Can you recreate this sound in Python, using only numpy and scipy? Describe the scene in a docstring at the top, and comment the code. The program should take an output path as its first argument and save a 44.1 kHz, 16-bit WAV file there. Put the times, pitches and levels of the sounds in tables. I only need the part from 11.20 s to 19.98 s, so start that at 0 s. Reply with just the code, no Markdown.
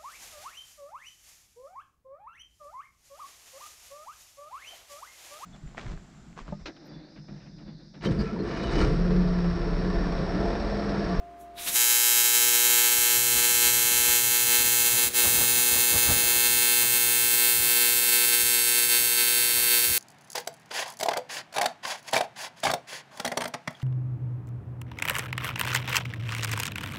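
"""A workshop with a fan whining in the background; at 0.2 s one faint spark, then the sizzle of a starting arc.
From about 0.56 s an alternating-current welding arc on aluminium buzzes steadily on a steel bench:
each reversal of its square-wave current snaps, and the bench and the things on it scatter the snaps.
From about 1.5 s, gusts rumble and rush at the microphone; near 3.9 s the buzz dips briefly.
Arc: a changing set of harmonics plus hiss. Sizzle, gusts, room: coloured noise. Fan: steady sine tones."""
import sys
import numpy as np
from scipy import signal
from scipy.fft import rfft, irfft, next_fast_len
from scipy.io import wavfile
from scipy.ndimage import uniform_filter1d, map_coordinates

SR = 44100
rng = np.random.default_rng(int(sys.argv[2]) if len(sys.argv) > 2 else 0)


def dump_mix(stems):
    """Bounce the given channels to the path in sys.argv[1] as a 16-bit WAV at rate SR."""
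    frames = np.atleast_2d(stems).T  # one column per channel
    limited = np.clip(frames, -1, 1)  # hard clip at full scale
    pcm = np.round(limited * 32767).astype(np.int16)
    wavfile.write(sys.argv[1], SR, pcm)


N = 387198


def gain_of(db):
    """Decibels to an amplitude factor."""
    return 10 ** (np.asarray(db) / 20)


def evened(x):
    """Scales to rms 1."""
    return x / np.sqrt(np.mean(abs(x) ** 2) + 1e-20)


def read(points, hz):
    """Reads a table of (f, value) on a log-frequency axis."""
    f, value = np.transpose(points)
    return np.interp(np.log(hz + 1), np.log(f + 1), value)


def follow(rows, column=1):
    """One column of dB over time as a gain for every sample, inaudible outside the table."""
    rows = np.transpose(rows)
    t = np.arange(N) / SR
    return gain_of(np.interp(t, rows[0], rows[column], left=-150, right=-150))


def noise(colour_db):
    """Noise of rms 1 whose spectrum follows the function colour_db(Hz)."""
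    size = next_fast_len(N)
    spectrum = rfft(rng.standard_normal(size))
    colour = gain_of(colour_db(np.fft.rfftfreq(size, 1 / SR)))
    return evened(irfft(spectrum * colour, size)[:N])


def wander(rate_hz):
    """Slow random signal of rms 1 whose spectrum falls away around and above rate_hz."""
    return noise(lambda f: -40 * np.log10(1 + f / rate_hz))


def scatter(steps, orders, drift_s):
    """Random complex transfer of many near reflections per harmonic, drifting as the torch travels."""
    a, b = rng.standard_normal((steps, orders, 2)).T
    span = max(round(drift_s * steps / (N / SR)), 1)
    # smoothed twice over time
    real = uniform_filter1d(uniform_filter1d(a, span), span)
    imaginary = uniform_filter1d(uniform_filter1d(b, span), span)
    return evened(real + 1j * imaginary)


ARC_HZ = 119.875  # current cycles per second
BALANCE_SHARE = .2495  # part of each cycle spent in reverse polarity
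# times at which the torch passes the early, middle and late places on the seam: t/s
SEAM_TIMES = [1.3, 4.6, 7.8]
# colour of the snaps early and late on the seam: f/Hz, relative level/dB
SEAM_START = [(5000, -1), (6000, 0), (7000, 4), (8500, 1), (10000, 0.5), (11500, 5), (13000, 1.5),
              (14500, 1), (15700, 0.5)]
SEAM_END = [(5000, -6.5), (6000, -1), (7000, -2.5), (8500, 0.5), (10000, 1), (11500, 4), (13000, -1),
            (14500, 2), (15700, -0.5)]
# lower harmonics at the three places: multiple of the arc frequency, relative level/dB
LOW_EARLY = [(1, -21), (2, -13.5), (3, -4.5), (4, -3), (5, -20.5), (6, -27), (7, -3.5), (8, -6.5), (9, -18),
             (10, -10.5), (11, -4), (12, -13), (13, 0), (14, -2), (15, -2), (16, -16), (17, -4), (18, 1.5),
             (19, -2.5), (20, -6), (21, -2), (22, 0.5), (23, -0.5), (24, -37), (25, 1), (26, 1.5), (27, 2),
             (28, -32), (29, -3), (30, -7), (31, -7), (32, 4), (33, -10), (34, 2.5), (35, 0), (36, -37),
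             (37, -5), (38, -3), (39, -2)]
LOW_MIDDLE = [(1, -8), (2, -10.5), (3, -6.5), (4, -5.5), (5, -21), (6, -19), (7, -5), (8, -10), (9, -14),
              (10, -15.5), (11, -8.5), (12, -14), (13, -3), (14, -7.5), (15, -3.5), (16, -21), (17, -8),
              (18, -0.5), (19, -7), (20, -18), (21, -5), (22, 2.5), (23, -4), (24, -19), (25, -6),
              (26, -6.5), (27, -1), (28, -10), (29, -7), (30, -1.5), (31, -9), (32, -1.5), (33, -11.5),
              (34, -1), (35, 2.5), (36, -7), (37, -19), (38, -3), (39, -5)]
LOW_LATE = [(1, -17), (2, -19), (3, -10.5), (4, -9.5), (5, -38), (6, -21), (7, -9), (8, -10), (9, -13),
            (10, -38), (11, -6), (12, -14), (13, 1.5), (14, -3.5), (15, -2), (16, -13), (17, -3), (18, 2),
            (19, -2.5), (20, -8), (21, -0.5), (22, 2.5), (23, 1), (24, -33), (25, -7), (26, 0), (27, -0.5),
            (28, -19), (29, -8), (30, 2.5), (31, 0), (32, -25), (33, -2), (34, 3.5), (35, -2), (36, -14),
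            (37, 5.5), (38, 4), (39, -2)]
# how much of a cycle the echoes of a snap fill: f/Hz, share of a cycle
SMEAR = [(700, 0.96), (2500, 0.67), (5000, 0.72), (15700, 1)]
# brief dip of the buzz: t/s, level/dB
DIP = [(3.868, -1), (3.885, -6), (3.897, -18), (3.93, -19), (3.945, -6), (3.965, -1)]
LOW_DIPS = 0.4  # share of the dip, in dB, felt by the fundamental and harmonics 2-5
# colour of the steady hiss of the arc: f/Hz, relative level/dB per Hz
ARC_HISS = [(300, -32), (1000, -2), (2000, 7), (4000, 8), (5500, 4.5), (8000, 9), (11000, 4.5), (13500, -8),
            (15700, -25)]
SHOULDER_HZ, SHOULDER_WIDTH_HZ, SHOULDER_DB = 15, 17, -23.5  # faint fuzz just above harmonics 2 and up
FRAY, FRAY_HZ = 0.027, 120  # quick random flicker that frays every harmonic by its own strength


def arc(second_snap=0.87, blur_hz=30000, unlike=0.25, scattered=0.14, settle_hz=6000, drift_s=.8,
        shimmer=0.28, shimmer_s=.1, flutter_db=.5, jitter_s=2.5e-6, hiss_dips=0.21, hiss_throb=0.25):
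    """One cycle of snaps is built for each place on the seam and read at the frequency of the current."""
    steps, size, k = 180, 4096, np.arange(1, 132)  # moments, samples in a cycle, harmonic numbers
    when, hz = np.linspace(0, N / SR, steps), k * ARC_HZ
    late = np.interp(when, SEAM_TIMES[::2], [0, 1])
    colour_db = np.outer(read(SEAM_START, hz), 1 - late) + np.outer(read(SEAM_END, hz), late)

    # two snaps of opposite sign a quarter cycle apart weaken every fourth harmonic; the second is duller
    second = second_snap * np.exp(-hz / blur_hz - 2j * np.pi * k * BALANCE_SHARE)
    snaps = (1 - second)[:, None] + unlike * scatter(steps, len(k), drift_s)
    lines = gain_of(colour_db) * snaps / 2
    # the lower harmonics take their strengths from the tables instead
    low_db = np.array([LOW_EARLY, LOW_MIDDLE, LOW_LATE])[:, :, 1].T
    lines[:len(low_db)] = gain_of([np.interp(when, SEAM_TIMES, db) for db in low_db])
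    lines *= gain_of(band_changes(when, hz))

    # reflections smear each snap over much of the cycle
    smear_turns = np.cumsum(read(SMEAR, hz) * (rng.random(len(k)) - .5))
    lines *= np.exp(-2j * np.pi * smear_turns)[:, None]
    # short waves feel the moves of torch and hot air most
    moves = scattered * scatter(steps, len(k), drift_s) + shimmer * scatter(steps, len(k), shimmer_s)
    sensitivity = hz ** 2 / (hz ** 2 + settle_hz ** 2)
    lines *= 1 + sensitivity[:, None] * moves

    t = np.arange(N) / SR
    turns = ARC_HZ * (t + jitter_s * wander(60))
    place = [np.linspace(0, steps - 1, N), turns % 1 * size]
    treble, middle, low, hum, fizz = buzz_levels(t)
    dip_db = np.interp(t, *np.transpose(DIP))
    treble, middle = gain_of(dip_db) * [treble, middle]
    low, hum = gain_of(LOW_DIPS * dip_db) * [low, hum]

    buzz = np.zeros(N)
    for part, level in ((k > 39, treble), ((k > 5) & (k <= 39), middle), ((k > 1) & (k <= 5), low)):
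        cycles = irfft(np.pad((lines * part[:, None]).T, ((0, 0), (1, 0))), size)
        cycles = np.column_stack([cycles, cycles[:, 0]])  # close the loop
        cycles /= cycles.std(1, keepdims=True)
        buzz += map_coordinates(cycles, place, order=1) * level

    fuzz = wander(SHOULDER_WIDTH_HZ) + 1j * wander(SHOULDER_WIDTH_HZ)
    fuzz = evened(fuzz * np.exp(2j * np.pi * SHOULDER_HZ * t))
    buzz += gain_of(SHOULDER_DB) * (signal.hilbert(buzz, next_fast_len(N))[:N] * fuzz).real
    buzz += np.sqrt(2) * np.sin(2 * np.pi * turns) * hum
    flicker = gain_of(flutter_db * wander(27)) + FRAY * wander(FRAY_HZ)

    # the hiss throbs once a cycle and feels little of the dip
    hiss = noise(lambda f: read(ARC_HISS, f)) * fizz * (1 + hiss_throb * np.cos(2 * np.pi * turns))
    return buzz * flicker + hiss * gain_of(hiss_dips * dip_db)


# narrow bands, sliding or still, that grow weaker or stronger for a while:
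# from t/s, to t/s, from f/Hz, to f/Hz, half-width/Hz (where the dB shrink to 1/e), level/dB
BAND_CHANGES = [(.5, 1.2, 4300, 4500, 150, -5), (1.8, 3.6, 3830, 3830, 70, -10),
                (1.3, 8.8, 5000, 6200, 250, -7), (6.2, 8.8, 6500, 7200, 200, -9),
                (4.3, 5.2, 7900, 7950, 100, -12), (.7, 3.4, 9050, 9900, 150, -8),
                (.6, 2.9, 10050, 10700, 150, -12), (3.3, 7.3, 12000, 12900, 180, -9),
                (7.5, 8.8, 12300, 12500, 150, -10), (2.5, 5.3, 13150, 13000, 180, -9),
                (3.1, 5.3, 13300, 13700, 200, -10), (6.8, 8.1, 13300, 13000, 300, -9),
                (1.9, 2.9, 13900, 13900, 150, -12), (1.1, 2.8, 14100, 14800, 200, -12),
                (1.8, 3.6, 3960, 3960, 70, 10), (5.3, 8.8, 8500, 8900, 200, 4),
                (4.1, 7.5, 9000, 9700, 250, 4), (5.3, 7.4, 12000, 12200, 200, 5),
                (7.4, 8.8, 13600, 14300, 400, 5), (3, 7, 14800, 15400, 500, 6)]


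def band_changes(when, hz, fade_s=0.63):
    """Narrow bands of the buzz weaken or strengthen for a while: their sum in dB, harmonics by moments."""
    out = np.zeros((len(hz), len(when)))
    for t0, t1, hz0, hz1, width, db in BAND_CHANGES:
        centre = np.interp(when, [t0, t1], [hz0, hz1])
        present = np.clip(np.minimum(when - t0, t1 - when) / fade_s + .5, 0, 1)
        out += db * present * np.exp(-((hz[:, None] - centre) / width) ** 2)
    return out


# middle harmonics before and after the dip; their quick swells move the whole buzz: t/s, level/dB
BUZZ = [
    [(0.6, -28), (0.86, -28), (1.66, -26), (1.8, -29), (1.88, -26), (2.02, -30), (2.25, -26), (2.35, -29),
     (2.48, -25), (2.52, -29), (2.92, -26.5), (3.08, -30.5), (3.16, -26.5), (3.25, -30), (3.34, -25),
     (3.51, -29.5), (3.7, -28), (3.75, -30.5), (3.79, -26), (3.86, -28.5)],
    [(3.97, -28), (4.0, -25.5), (4.08, -29.5), (4.18, -29), (5.19, -27.5), (5.26, -25), (5.32, -28),
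     (5.51, -26), (5.71, -29), (5.76, -27.5), (6.17, -28.5), (6.22, -25.5), (6.39, -29), (6.65, -25),
     (6.77, -28.5), (7.05, -24.5), (7.06, -30.5), (7.12, -24.5), (7.24, -29), (7.39, -25.5), (7.44, -28),
     (7.59, -25.5), (7.68, -29), (7.75, -24), (7.81, -29.5), (7.96, -27), (7.99, -23.5), (8.04, -26),
     (8.42, -28), (8.55, -24.5), (8.62, -29.5), (8.65, -26), (8.67, -31), (8.78, -28.5)],
]
# slow levels, before the swells, as the arc warms and travels:
# t/s, treble/dB, harmonics 2-5/dB, fundamental/dB, hiss relative to the treble/dB
SETTLING = [(.53, -20.5, -48, -89, -16), (1.03, -20.5, -46, -62, -22), (1.3, -20, -41, -65, -19),
            (1.85, -21, -43.5, -64, -18.5), (2.0, -21.5, -41, -53.5, -15.5), (3.1, -21.5, -43, -52, -15),
            (4.0, -21, -41, -51, -15), (5.2, -21.5, -41.5, -52, -16.5), (6.4, -21, -42.5, -53, -18.5),
            (6.6, -21, -41, -58.5, -17), (8.78, -22, -43, -58, -14)]
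CATCH_S, CATCH_DB_PER_S = 0.557, 900  # the buzz climbs to full level at this moment
SWELL_S = 0.63  # changes quicker than this count as swells
TREBLE_SWELL, LOW_SWELL, HUM_SWELL = 0.38, 1, -4  # dB per dB of swell; the fundamental sinks as the buzz swells
HUM_TOP_DB = 6.5  # the fundamental rises no more than this over its slow level


def buzz_levels(t, hum_waver_db=2.0, hum_waver_hz=5):
    """Gains of treble, middle harmonics, harmonics 2-5, fundamental and hiss, all moved by one swell."""
    middle_db = np.interp(t, *np.vstack(BUZZ).T)
    swell_db = middle_db - uniform_filter1d(middle_db, round(SWELL_S * SR))
    when, *slow = np.transpose(SETTLING)
    treble_db, low_db, hum_db, hiss_db = (np.interp(t, when, db) for db in slow)
    treble_db = treble_db + TREBLE_SWELL * swell_db
    hum_move_db = HUM_SWELL * swell_db + hum_waver_db * wander(hum_waver_hz)
    hum_db = hum_db + np.minimum(hum_move_db, HUM_TOP_DB)
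    levels = [treble_db, middle_db, low_db + LOW_SWELL * swell_db, hum_db, treble_db + hiss_db]
    return gain_of(levels + np.minimum(t - CATCH_S, 0) * CATCH_DB_PER_S)


# sizzle before the arc settles: t/s, upper part level/dB, lower part level/dB
STRIKE = [(.34, -78, -78), (.385, -45, -40), (.41, -40, -42.5), (.455, -36, -42.5), (.475, -30, -31),
          (.49, -26.5, -31.5), (.51, -34, -38.5), (.55, -26, -38), (.6, -50, -64)]
# colour of the sizzle: f/Hz, relative level/dB per Hz
STRIKE_COLOUR = [(200, -7.5), (500, -10), (1200, -8), (2500, -2), (3300, -3), (3800, 2.5), (4300, -5),
                 (5000, -7), (7000, -7.5), (9000, -7), (10500, -8), (11100, -1), (11900, -7), (13500, -9),
                 (15700, -11.5)]
SPARK_S, SPARK_UPPER_DB, SPARK_LOWER_DB = .212, -57.5, -68  # peak of one faint early spark
SPARK_RISE_DB_PER_S, SPARK_FALL_DB_PER_S = 550, 330


def strike(split_hz=5500, grain_db=0.5, grain_hz=300):
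    """Sizzle of the starting spark: noise whose upper and lower parts swell separately."""
    upper = noise(lambda f: read(STRIKE_COLOUR, f) - 60 * (f < split_hz))
    lower = noise(lambda f: read(STRIKE_COLOUR, f) - 60 * (f > split_hz))
    since = np.arange(N) / SR - SPARK_S
    spark = gain_of(np.minimum(SPARK_RISE_DB_PER_S * since, -SPARK_FALL_DB_PER_S * since))
    upper = upper * (follow(STRIKE) + gain_of(SPARK_UPPER_DB) * spark)
    lower = lower * (follow(STRIKE, column=2) + gain_of(SPARK_LOWER_DB) * spark)
    return (upper + lower) * gain_of(grain_db * wander(grain_hz))


# colours of the moving air at the microphone: f/Hz, relative level/dB per Hz
RUMBLE = [(20, -26), (40, -8.5), (70, 0.5), (110, -4), (170, -9), (300, -9), (600, -31)]
RUSH = [(100, -10), (200, -3), (400, -3.5), (650, -3.5), (1300, -7.5), (2000, -10.5), (3000, -40)]
# continuous air, rush before the lift of rush_db: t/s, rumble level/dB, rush level/dB
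WIND = [(0.6, -75, -70), (1.65, -79, -67), (2.12, -53, -60), (2.63, -54, -60.5), (3.74, -53, -60),
        (3.86, -67.5, -60), (5.02, -56, -57), (5.25, -52, -64), (7.09, -65, -58), (7.3, -59.5, -62.5),
        (7.89, -62, -59.5), (8.78, -64, -60)]
# single gusts, rush before the same lift: middle t/s, rumble level/dB, rush level/dB, half-length/s
GUSTS = [(1.52, -58, -66, .06), (1.79, -47, -64, 0.056), (1.973, -47, -65, .06), (2.16, -47, -53, 0.055),
         (2.467, -45, -56, 0.043), (2.785, -46, -65, 0.094), (2.89, -44, -52, 0.051), (3.3, -49, -62, .08),
         (3.404, -43, -60, 0.032), (3.461, -45, -60, .04), (3.66, -49, -58, .08),
         (3.757, -45, -51.5, 0.037), (3.87, -45, -56, 0.063), (4.064, -35.5, -43, 0.045),
         (4.18, -40, -48, 0.13), (4.235, -51, -53, 0.055), (4.336, -47, -60, 0.036),
         (4.385, -55, -53, 0.045), (4.542, -43, -50.5, 0.094), (4.6, -50, -53, .06),
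         (4.752, -33.5, -44, 0.064), (4.909, -30, -51, .04), (4.92, -39, -49, .14), (5.03, -50, -55, 0.042),
         (5.12, -50, -49, 0.13), (5.298, -51, -60, 0.045), (5.64, -55, -49, 0.054),
         (5.755, -62, -54, 0.063), (5.874, -50, -54, .05), (6.432, -46, -53, 0.096), (6.754, -49, -61, .08),
         (7.243, -46, -61, 0.054), (7.814, -51, -62, .07), (8.143, -55, -61, 0.076),
         (8.41, -50, -67, 0.093), (8.71, -39, -55, 0.042)]


def gusts(lumpy_db=2.5, lumps_hz=30, rush_db=8.0, puffy_db=4.5, puffs_hz=7):
    """Moving air at the microphone: lumpy low rumble and a lighter rush, with single gusts on top."""
    lumps = gain_of(lumpy_db * wander(lumps_hz))
    rumble = noise(lambda f: read(RUMBLE, f) - 80 * (f > 1500))
    rush = noise(lambda f: read(RUSH, f) - 60 * (f > 3300)) * gain_of(rush_db) * lumps
    puffs = gain_of(puffy_db * wander(puffs_hz))
    out = rumble * lumps * follow(WIND) * puffs + rush * follow(WIND, column=2)
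    # single gusts take their air from the same noises, backwards
    for middle_s, gust_rumble_db, gust_rush_db, half_s in GUSTS:
        swell = np.hanning(2 * round(half_s * SR))
        start = round((middle_s - half_s) * SR)
        at = slice(start, start + len(swell))
        thump = rumble[::-1][at] * swell
        # each thump is brought to the same strength before its level
        thump = thump / np.linalg.norm(thump) * np.linalg.norm(swell)
        out[at] += gain_of(gust_rumble_db) * thump
        out[at] += gain_of(gust_rush_db) * rush[::-1][at] * swell
    return out


# colour of the room murmur: f/Hz, relative level/dB per Hz
SHOP = [(15, -48), (25, -24), (64, -23.5), (174, -15.5), (391, -18), (526, -22), (618, -34), (688, -15),
        (767, -26), (1180, -23.5), (15700, -56)]
SHOP_DB = -57  # murmur before the sinks
# fan tones before the sinks: f/Hz, level/dB
FAN = [(59.2, -62), (301.5, -64.5), (344.5, -70.5), (387.6, -62), (602.9, -66), (694.4, -48.5),
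       (1039, -70.5), (1211, -74)]
# fan and murmur sink under the arc: t/s, level/dB
SHOP_SINKS = [(0, 1), (.54, 0), (.62, -17), (1.8, -13), (2.2, -22), (8.78, -26)]


def shop(waver_db=1.0):
    """Background: steady fan tones, wavering together, over the noise murmur of the room."""
    t = np.arange(N) / SR
    tones = np.zeros(N)
    for hz, db in FAN:
        tones += np.sqrt(2) * gain_of(db) * np.sin(2 * np.pi * (hz * t + rng.random()))
    room = gain_of(SHOP_DB) * noise(lambda f: read(SHOP, f))
    return (tones * gain_of(waver_db * wander(4.6)) + room) * follow(SHOP_SINKS)


def scene():
    """All sources summed at one microphone."""
    return (arc() + strike() + gusts() + shop())[None]


def record(dry):
    """A steep low-pass sets the upper band limit."""
    edge = signal.firwin(1023, 15750, window=("kaiser", 9), fs=SR)  # edge in Hz
    return signal.oaconvolve(dry, edge[None], "same")


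dry = scene()
out = record(dry)
dump_mix(out)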